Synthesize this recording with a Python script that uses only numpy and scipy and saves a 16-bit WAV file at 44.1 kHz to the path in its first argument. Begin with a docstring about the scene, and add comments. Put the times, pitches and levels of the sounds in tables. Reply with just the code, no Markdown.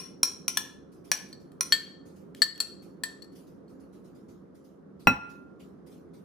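"""Ringing taps come first: a steel spoon knocks paste loose on a small glass cup held close, over a fan's drone.
Faint puffs of treble hiss run among and after the taps, and a soft thud lies under one tap; late on, a full
glass bowl bumps the rim of a large one, with two soft thuds. Blows are sums of decaying modes plus a noise crack,
answered by a hard kitchen; thuds are single damped pushes. Drone and puffs are coloured stereo noise, the drone
with two faint tones; gain control ducks the loudest blows."""
import sys
import numpy as np
from scipy import signal
from scipy.fft import rfft, irfft, next_fast_len
from scipy.io import wavfile
from scipy.ndimage import uniform_filter1d, minimum_filter1d

SR = 44100
rng = np.random.default_rng(int(sys.argv[2]) if len(sys.argv) > 2 else 0)


def int16_out(signal):
    """Quantize to a 16-bit WAV file."""
    q = np.round(np.clip(np.atleast_2d(signal).T, -1, 1) * 32767)
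    wavfile.write(sys.argv[1], SR, q.astype(np.int16))


N = 275184
LEAD_IN = SR // 8  # samples kept before time zero

# All levels are relative.
# Spoon on cup: [t/s, crack level/dB, spoon ring level/dB, spoon overtone level/dB, cup low level/dB,
# cup wall level/dB, cup middle level/dB, cup high level/dB, left-right level/dB, T60 while touching/s]
SPOON_TAPS = [(-.04, -20, -14, -22, -53, -30.5, -46, -40, 4, .031),
              (.231, -13.5, -7.5, -12.5, -37, -30.5, -42.5, -28, 0, 0.019),
              (.4802, -15, -12.5, -19, -52, -37.5, -44, -38, 2, 0.019),
              (.5716, -10, -16.5, -19.5, -19.5, -19, -26, -28, 3, 0.028),
              (1.1157, -8.5, -12, -20.5, -18.5, -30, -23.5, -19, 2.5, 0.023),
              (1.328, -45.5, -54, -63, -51.5, -55, -35.5, -48, 0, 0.029),
              (1.518, -51, -72, -64.5, -63, -66, -64.5, -64, 4, 0.02),
              (1.608, -17, -14.5, -16.5, -42, -41.5, -40, -32, 0, 0.024),
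              (1.7224, -9.5, -38.5, -35.5, -18.5, -19, -10.5, -23.5, 5, 0.091),
              (2.348, -36, -61.5, -59.5, -51, -56, -51.5, -49, 3, 0.017),
              (2.419, -18.5, -36.5, -38.5, -15, -32, -6, -19, 7, 0.062),
              (2.558, -45, -59.5, -58.5, -62, -44.5, -46.5, -50, 3.5, .021),
              (2.578, -35, -56, -60, -63, -43, -56.5, -57, 3, 0.019),
              (2.6023, -17.5, -35, -31, -41, -35.5, -16, -23, 7, 0.043),
              (3.0355, -20, -39, -33, -22, -33.5, -26.5, -25.5, 5, 0.035),
              (3.221, -47, -62, -65.5, -64.5, -64, -42.5, -51.5, 6.5, .052),
              (3.244, -55, -63, -60, -65, -70, -52, -60, 5.5, .027),
              (3.68, -73.5, -78.5, -81, -80, -80.5, -63, -75, -0.5, .052)]
# Pitch of the spoon's main ring, higher as paste drops off: [t/s, f/Hz]
SPOON_RING_PITCH = [(0, 5610), (.23, 5622), (.48, 5783), (1.12, 5780), (1.61, 5838)]
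# Spoon overtones of fixed pitch: [f/Hz, level/dB, T60/s]
SPOON_OVERTONES = [(1060, -10.5, 0.27), (1370, -12, 0.047), (2440, -11, .1), (4140, -8, 0.1),
                   (5188, -10.5, 0.13), (7000, -14.5, .1), (9430, 1.5, 0.11), (10840, -8.5, 0.078),
                   (13100, -5.5, .08)]
# Low, wall and middle modes of the cup: [f/Hz before the hand shifts, f/Hz after, T60/s]
GRIPPED_CUP_MODES = [(1735, 1793, .42), (3412, 3245, 0.07), (4430, 4385, 0.13)]
# High cup modes of fixed pitch: [f/Hz, level/dB, T60/s]
HIGH_CUP_MODES = [(7710, -0.5, 0.062), (10220, -10.5, 0.073), (11850, -15.5, 0.054), (14800, -12.5, .08)]
# Weaker neighbours of the spoon ring and the cup middle: [pitch ratio, level/dB, T60/s]
TWIN_MODES = [(0.979, -10.5, 0.18), (1.04, -11.5, .07)]
# Colour of every crack, with dips near 8.7 kHz and 12.2 kHz: [f/Hz, level/dB]
CRACK_COLOUR = [(300, -16), (900, -6.5), (2400, 2), (7500, -2), (8700, -10), (9800, 1), (11000, -2),
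                (12200, -8.5), (13800, 5), (16000, -12.5)]
# Reflections from near walls and counter: [delay/s, level/dB]
EARLY_REFLECTIONS = [(.0062, -20.5), (.011, -18.5), (0.018, -20.5), (.022, -19)]
# Decay of the kitchen: [f/Hz, T60/s]
KITCHEN_DECAY = [(150, 0.3), (1000, 0.49), (2500, 0.42), (4000, .45), (7000, 0.39), (14500, 0.28),
                 (16200, .1)]
# Spectral density of the fan noise: [f/Hz, level/dB per Hz]
DRONE_COLOUR = [(20, -18.5), (40, -18.5), (75, -9), (120, -11), (187, -3), (388, -4.5), (607, -15.5),
                (873, -23), (1290, -22), (2530, -44.5), (5680, -49.5), (8410, -57), (9950, -53.5),
                (12100, -63), (13500, -58), (16000, -76)]
# Course of the fan noise: [t/s, level/dB]
DRONE_LEVEL = [(0, -50), (.6, -50), (1.2, -50.5), (1.9, -49.5), (3, -49.5), (4.3, -50.5), (4.7, -53),
               (5.25, -49.5), (6.24, -50)]
# Room modes that lift the fan noise: [f/Hz, width/Hz, lift level/dB]
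ROOM_MODES = [(162, 25, 6), (192, 9.2, 8), (270, 23, 6.5), (345, 16, 4), (402, 18, 4), (466, 14, 4.5),
              (532, 23, 6)]
# Steady faint tones: [f/Hz, peak level/dB on the left]
WHINE_TONES = [(1888, -90.5), (5600, -96)]
# Left-right correlation of the fan noise: [f/Hz, correlation]
DRONE_CORRELATION = [(60, 0.35), (180, 0.75), (550, 0.14), (1650, 0.099), (4970, 0.1), (15000, 0.15)]
# Puffs of treble hiss: [t/s, peak level/dB]
HISS_PUFFS = [(0.928, -66.5), (1.053, -60), (1.291, -69), (1.411, -70.5), (1.529, -78), (2.064, -64),
              (2.167, -66), (2.37, -59.5), (2.83, -63.5), (3.328, -69.5), (3.362, -60.5), (3.477, -68.5),
              (3.7, -71), (3.806, -70.5), (3.936, -67.5), (4.051, -69), (4.156, -68.5), (4.293, -66.5),
              (4.556, -70), (4.652, -69), (5.005, -62.5), (5.303, -64), (5.605, -63.5), (5.873, -64),
              (5.92, -65.5), (6.144, -65.5)]
# Spectral density of the hiss: [f/Hz, level/dB per Hz]
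HISS_COLOUR = [(1200, -28.5), (2000, -0.5), (3500, -0.5), (5870, 1.5), (8580, -5.5), (10200, 1.5),
               (12100, -13.5), (13000, -3), (14200, -3.5), (15400, -13.5), (16100, -39.5)]
# Soft pushes through the counter: [t/s, level/dB, width/s]
COUNTER_PUSHES = [(5.0795, -8.5, .0022), (5.088, -19.5, 0.0049), (1.726, -37, 0.0036)]
# Bowl on bowl: [t/s, crack level/dB, crack tilt/(dB/octave), left-right level/dB]
BOWL_BUMP = (5.0712, -29, -9.5, 1.5)
# Modes of the large bowl: [f/Hz, level/dB, T60/s]
LARGE_BOWL_MODES = [(257, -16, .1), (514.7, -33, 0.45), (598, -24, .05), (700, -19.5, .05),
                    (852, -10, .035), (992, -14.5, 0.046), (1110, -14.5, .04), (1390.4, -17, .36),
                    (1394.2, -24, .68), (1770, -17.5, .05), (2008, -14.5, 0.044), (2580, -10.5, .15),
                    (2662, -21.5, 0.092), (4000, -33, .18), (5640, -27, 0.16), (7670, -42.5, .15),
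                    (8000, -33.5, 0.057), (9540, -38, .12), (10660, -35, .12), (13290, -35, 0.09),
                    (15140, -36, .12)]

SPOON_RING_T60_S = 0.27
TAP_TILT_DB_PER_OCTAVE = -1.23  # slope of the tap's crack, added to its colour
REGRIP_S = 1.2  # the hand shifts on the cup and retunes its gripped modes
PORT_LEAD_S = 2.1e-5  # the left port hears near sources sooner by this much
PUFF_T60_S, PUFF_RISE_S = 0.35, 0.011
DRONE_PAN_DB = -2  # left minus right
TOP_HZ = 16700  # band limit


def amp(db):
    """Level definition: 20 dB is a factor of ten in amplitude."""
    return np.exp(np.asarray(db) * np.log(10) / 20)


def unit(x):
    """Normalization: scale to a root mean square of one."""
    return x / np.sqrt(np.mean(x ** 2) + 1e-20)


def along(points, hz):
    """Logarithmic frequency scale: interpolate (f/Hz, value) points on it."""
    f, v = np.transpose(points)
    return np.interp(np.log(hz + 1), np.log(f + 1), v)


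def filtered(x, response):
    """Linear filtering: multiply the spectrum by a complex response of frequency."""
    n = x.shape[-1]
    padded = next_fast_len(n + 4096)
    hz = np.fft.rfftfreq(padded, 1 / SR)
    return irfft(rfft(x, padded) * response(hz), padded)[..., :n]


def blank_track():
    """Superposition starts from silence, in stereo with the lead-in."""
    return np.zeros((2, N + LEAD_IN))


def add(track, s, sound):
    """Superposition: add a sound at s seconds."""
    part = track[:, LEAD_IN + round(s * SR):][:, :sound.shape[-1]]
    part += sound[..., :part.shape[1]]


def kitchen(x, wet_db, alike):
    """Reverberation: convolve with a noise tail in which each frequency decays at its own rate."""
    hz, t, z = signal.stft(rng.standard_normal((2, SR // 2)), SR, nperseg=256)
    decay_db = -60 * t / along(KITCHEN_DECAY, hz)[:, None]
    dulling_db = -0.3 * hz[:, None] / 1000
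    a, b = signal.istft(z * amp(decay_db + dulling_db), SR, nperseg=256)[1]
    turn = np.arccos(np.clip(alike, 0, 1)) / 2  # the angle between the channels sets their correlation
    mid, side = np.cos(turn) * a, np.sin(turn) * b
    tail = np.array([mid + side, mid - side])
    tail *= 1 - np.exp(-np.arange(tail.shape[1]) / (.004 * SR))  # the first walls are a metre or two away
    tail /= np.linalg.norm(tail[0])
    return amp(wet_db) * signal.fftconvolve(x[None], tail, axes=1)[:, :len(x)]


def at_ports(near):
    """Time difference and image sources: the left port leads, and early echoes follow."""
    def response(hz):
        lead = np.exp(1j * np.pi * hz * PORT_LEAD_S * np.array([[1], [-1]]))
        paths = 1
        for delay, db in EARLY_REFLECTIONS:
            delays = delay + rng.normal(0, .0004, (2, 1))
            paths = paths + amp(db) * np.exp(-2j * np.pi * hz * delays)
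        return lead * paths
    return filtered(near, response)


def blow(modes, crack_db, tilt_db, pan_db, wet_db, free_db, touch_t60, crack_t60, rough, spread, size):
    """Modal superposition: modes damped fast by contact, then free, with a short noise crack."""
    t = np.arange(size) / SR
    hz, db, t60 = np.transpose(modes)[:, :, None]
    # wet paste blurs each pitch
    drift = np.cumsum(rng.standard_normal((len(modes), size)), axis=1) * rough * hz / 4000
    fade = amp(-60 * t / touch_t60) + amp(free_db - 60 * t / t60)
    chance = rng.standard_normal((2, len(modes), 1))
    # each mode faces the two ports differently
    skew = spread * np.sign(chance[0]) * np.array([1, -1])[:, None, None]
    vibration = np.sin(2 * np.pi * hz * t + drift + skew)
    ring = np.sum(amp(db + 0.99 * chance[1]) * fade * vibration, axis=1)

    crack = amp(crack_db - 60 * t / crack_t60) * rng.standard_normal(size)
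    crack = filtered(crack, lambda f: amp(tilt_db * np.log2((f + 300) / 4000) + along(CRACK_COLOUR, f)))
    near = (ring + crack) * (1 - np.exp(-t / 0.00066))
    far = near.mean(axis=0) + 0.38 * crack  # the crack spreads to all sides, the modes in lobes
    pan = np.array([[pan_db], [-pan_db]])
    return amp(pan / 2) * at_ports(near) + amp(pan / 4) * kitchen(far, wet_db, alike=.4)


def spoon_taps():
    """Modal excitation: each tap sets its own levels for the groups of spoon and cup modes."""
    track = blank_track()
    for s, crack_db, ring_db, over_db, low_db, wall_db, mid_db, high_db, pan_db, touch_t60 in SPOON_TAPS:
        ring = (np.interp(s, *np.transpose(SPOON_RING_PITCH)), ring_db, SPOON_RING_T60_S)
        gripped = []
        for (before, after, t60), db in zip(GRIPPED_CUP_MODES, [low_db, wall_db, mid_db]):
            gripped.append((after if s > REGRIP_S else before, db, t60))
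        twins = []
        for (hz, db, _), (ratio, less_db, t60) in zip([ring, gripped[-1]], TWIN_MODES):
            twins.append((hz * ratio, db + less_db, t60))
        overtones = [(hz, db + over_db, t60) for hz, db, t60 in SPOON_OVERTONES]
        high = [(hz, db + high_db, t60) for hz, db, t60 in HIGH_CUP_MODES]
        add(track, s, blow([ring] + gripped + twins + overtones + high, crack_db, TAP_TILT_DB_PER_OCTAVE,
                           pan_db, wet_db=-12.5, free_db=-18.5, touch_t60=touch_t60, crack_t60=.011,
                           rough=0.056, spread=0.37, size=SR // 2))
    return track[:, LEAD_IN:]


def rush(level_db, alike, patchy_db):
    """Partial coherence: mid and side noise of random patches, scaled to a stereo rms of one."""
    z = signal.stft(rng.standard_normal((2, N)), nperseg=512)[2]
    field = uniform_filter1d(rng.standard_normal(z.shape[1:]), size=6, axis=0)  # across frequency
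    field = uniform_filter1d(field, size=10, axis=1)  # across time
    pair = signal.istft(z * amp(patchy_db * unit(field)), nperseg=512)[1][:, :N]

    def response(hz):
        turn = np.arccos(np.clip(along(alike, hz), -1, 1)) / 2
        return amp(level_db(hz)) * np.array([np.cos(turn), np.sin(turn)])
    mid, side = filtered(pair, response)
    return unit(np.array([mid + side, mid - side]))


def fan_drone():
    """Room resonance: broadband fan noise lifted at low room modes, with two thin tones."""
    t = np.arange(N) / SR

    def colour(hz):
        lift_db = sum(db / (1 + (2 * (hz - centre) / width) ** 2) for centre, width, db in ROOM_MODES)
        return along(DRONE_COLOUR, hz) + lift_db
    level_db = np.interp(t, *np.transpose(DRONE_LEVEL))
    pan_db = np.array([[DRONE_PAN_DB / 2], [-DRONE_PAN_DB / 2]])
    noise = amp(level_db + pan_db) * rush(colour, DRONE_CORRELATION, patchy_db=0.8)
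    tones = sum(amp(db) * np.sin(2 * np.pi * hz * t) for hz, db in WHINE_TONES)
    return noise + tones * np.array([[1], [-.4]])  # right side weaker and inverted


def hiss_puffs():
    """Addition of powers: treble noise rises within milliseconds and dies away, faster at the end."""
    t = np.arange(N) / SR
    power = np.zeros(N)
    for s, db in HISS_PUFFS:
        fall_db = 60 * (np.abs(t - s) / PUFF_T60_S) ** 1.1
        rise = np.clip(1 + (t - s) / PUFF_RISE_S, 0, 1)
        power += amp(db - fall_db) ** 2 * rise
    return np.sqrt(power) * rush(lambda hz: along(HISS_COLOUR, hz), [(3000, 0.26)], patchy_db=3.5)


def counter_thuds():
    """Damped oscillation: a soft push through the counter is a fast-dying sine."""
    track = blank_track()
    for s, db, width in COUNTER_PUSHES:
        u = np.arange(SR // 2) / SR / width
        push = -amp(db) * np.sin(np.pi * u) * np.exp(-u / 1.3)
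        add(track, s, push + kitchen(push, wet_db=-4, alike=.92))
    return track[:, LEAD_IN:]


def bowl_bump():
    """Modal excitation: bowl meets bowl, and the large bowl's modes ring on freely."""
    track = blank_track()
    s, crack_db, tilt_db, pan_db = BOWL_BUMP
    add(track, s, blow(LARGE_BOWL_MODES, crack_db, tilt_db, pan_db, wet_db=-12, free_db=0, touch_t60=.012,
                       crack_t60=.1, rough=0.0033, spread=0.5, size=SR))
    return track[:, LEAD_IN:]


def scene():
    """Superposition: the pressures of all sources add."""
    return spoon_taps() + fan_drone() + hiss_puffs() + counter_thuds() + bowl_bump()


def record(dry):
    """Dynamic compression and saturation: loud blows duck the gain, peaks round off, the band is limited."""
    level_db = 10 * np.log10(np.abs(uniform_filter1d(np.max(dry ** 2, axis=0), size=400)) + 1e-12)
    need_db = -1.2 * np.clip(level_db + 14, 0, None)
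    hold = int(.12 * SR)
    held_db = minimum_filter1d(need_db, hold, origin=(hold - 1) // 2)  # looks back over the hold time
    pole = np.exp(-1 / (0.057 * SR))  # 57 ms time constant, down and up
    gain_db = signal.lfilter([1 - pole], [1, -pole], held_db)
    ducked = dry * amp(gain_db)
    rounded = ducked / (1 + np.abs(ducked / .95) ** 6) ** (1 / 6)
    # deepest bass rolled off, nothing above the band limit
    return filtered(rounded, lambda hz: (hz < TOP_HZ) * hz ** 4 / (hz ** 4 + 42 ** 4))


dry = scene()
out = record(dry)
int16_out(out)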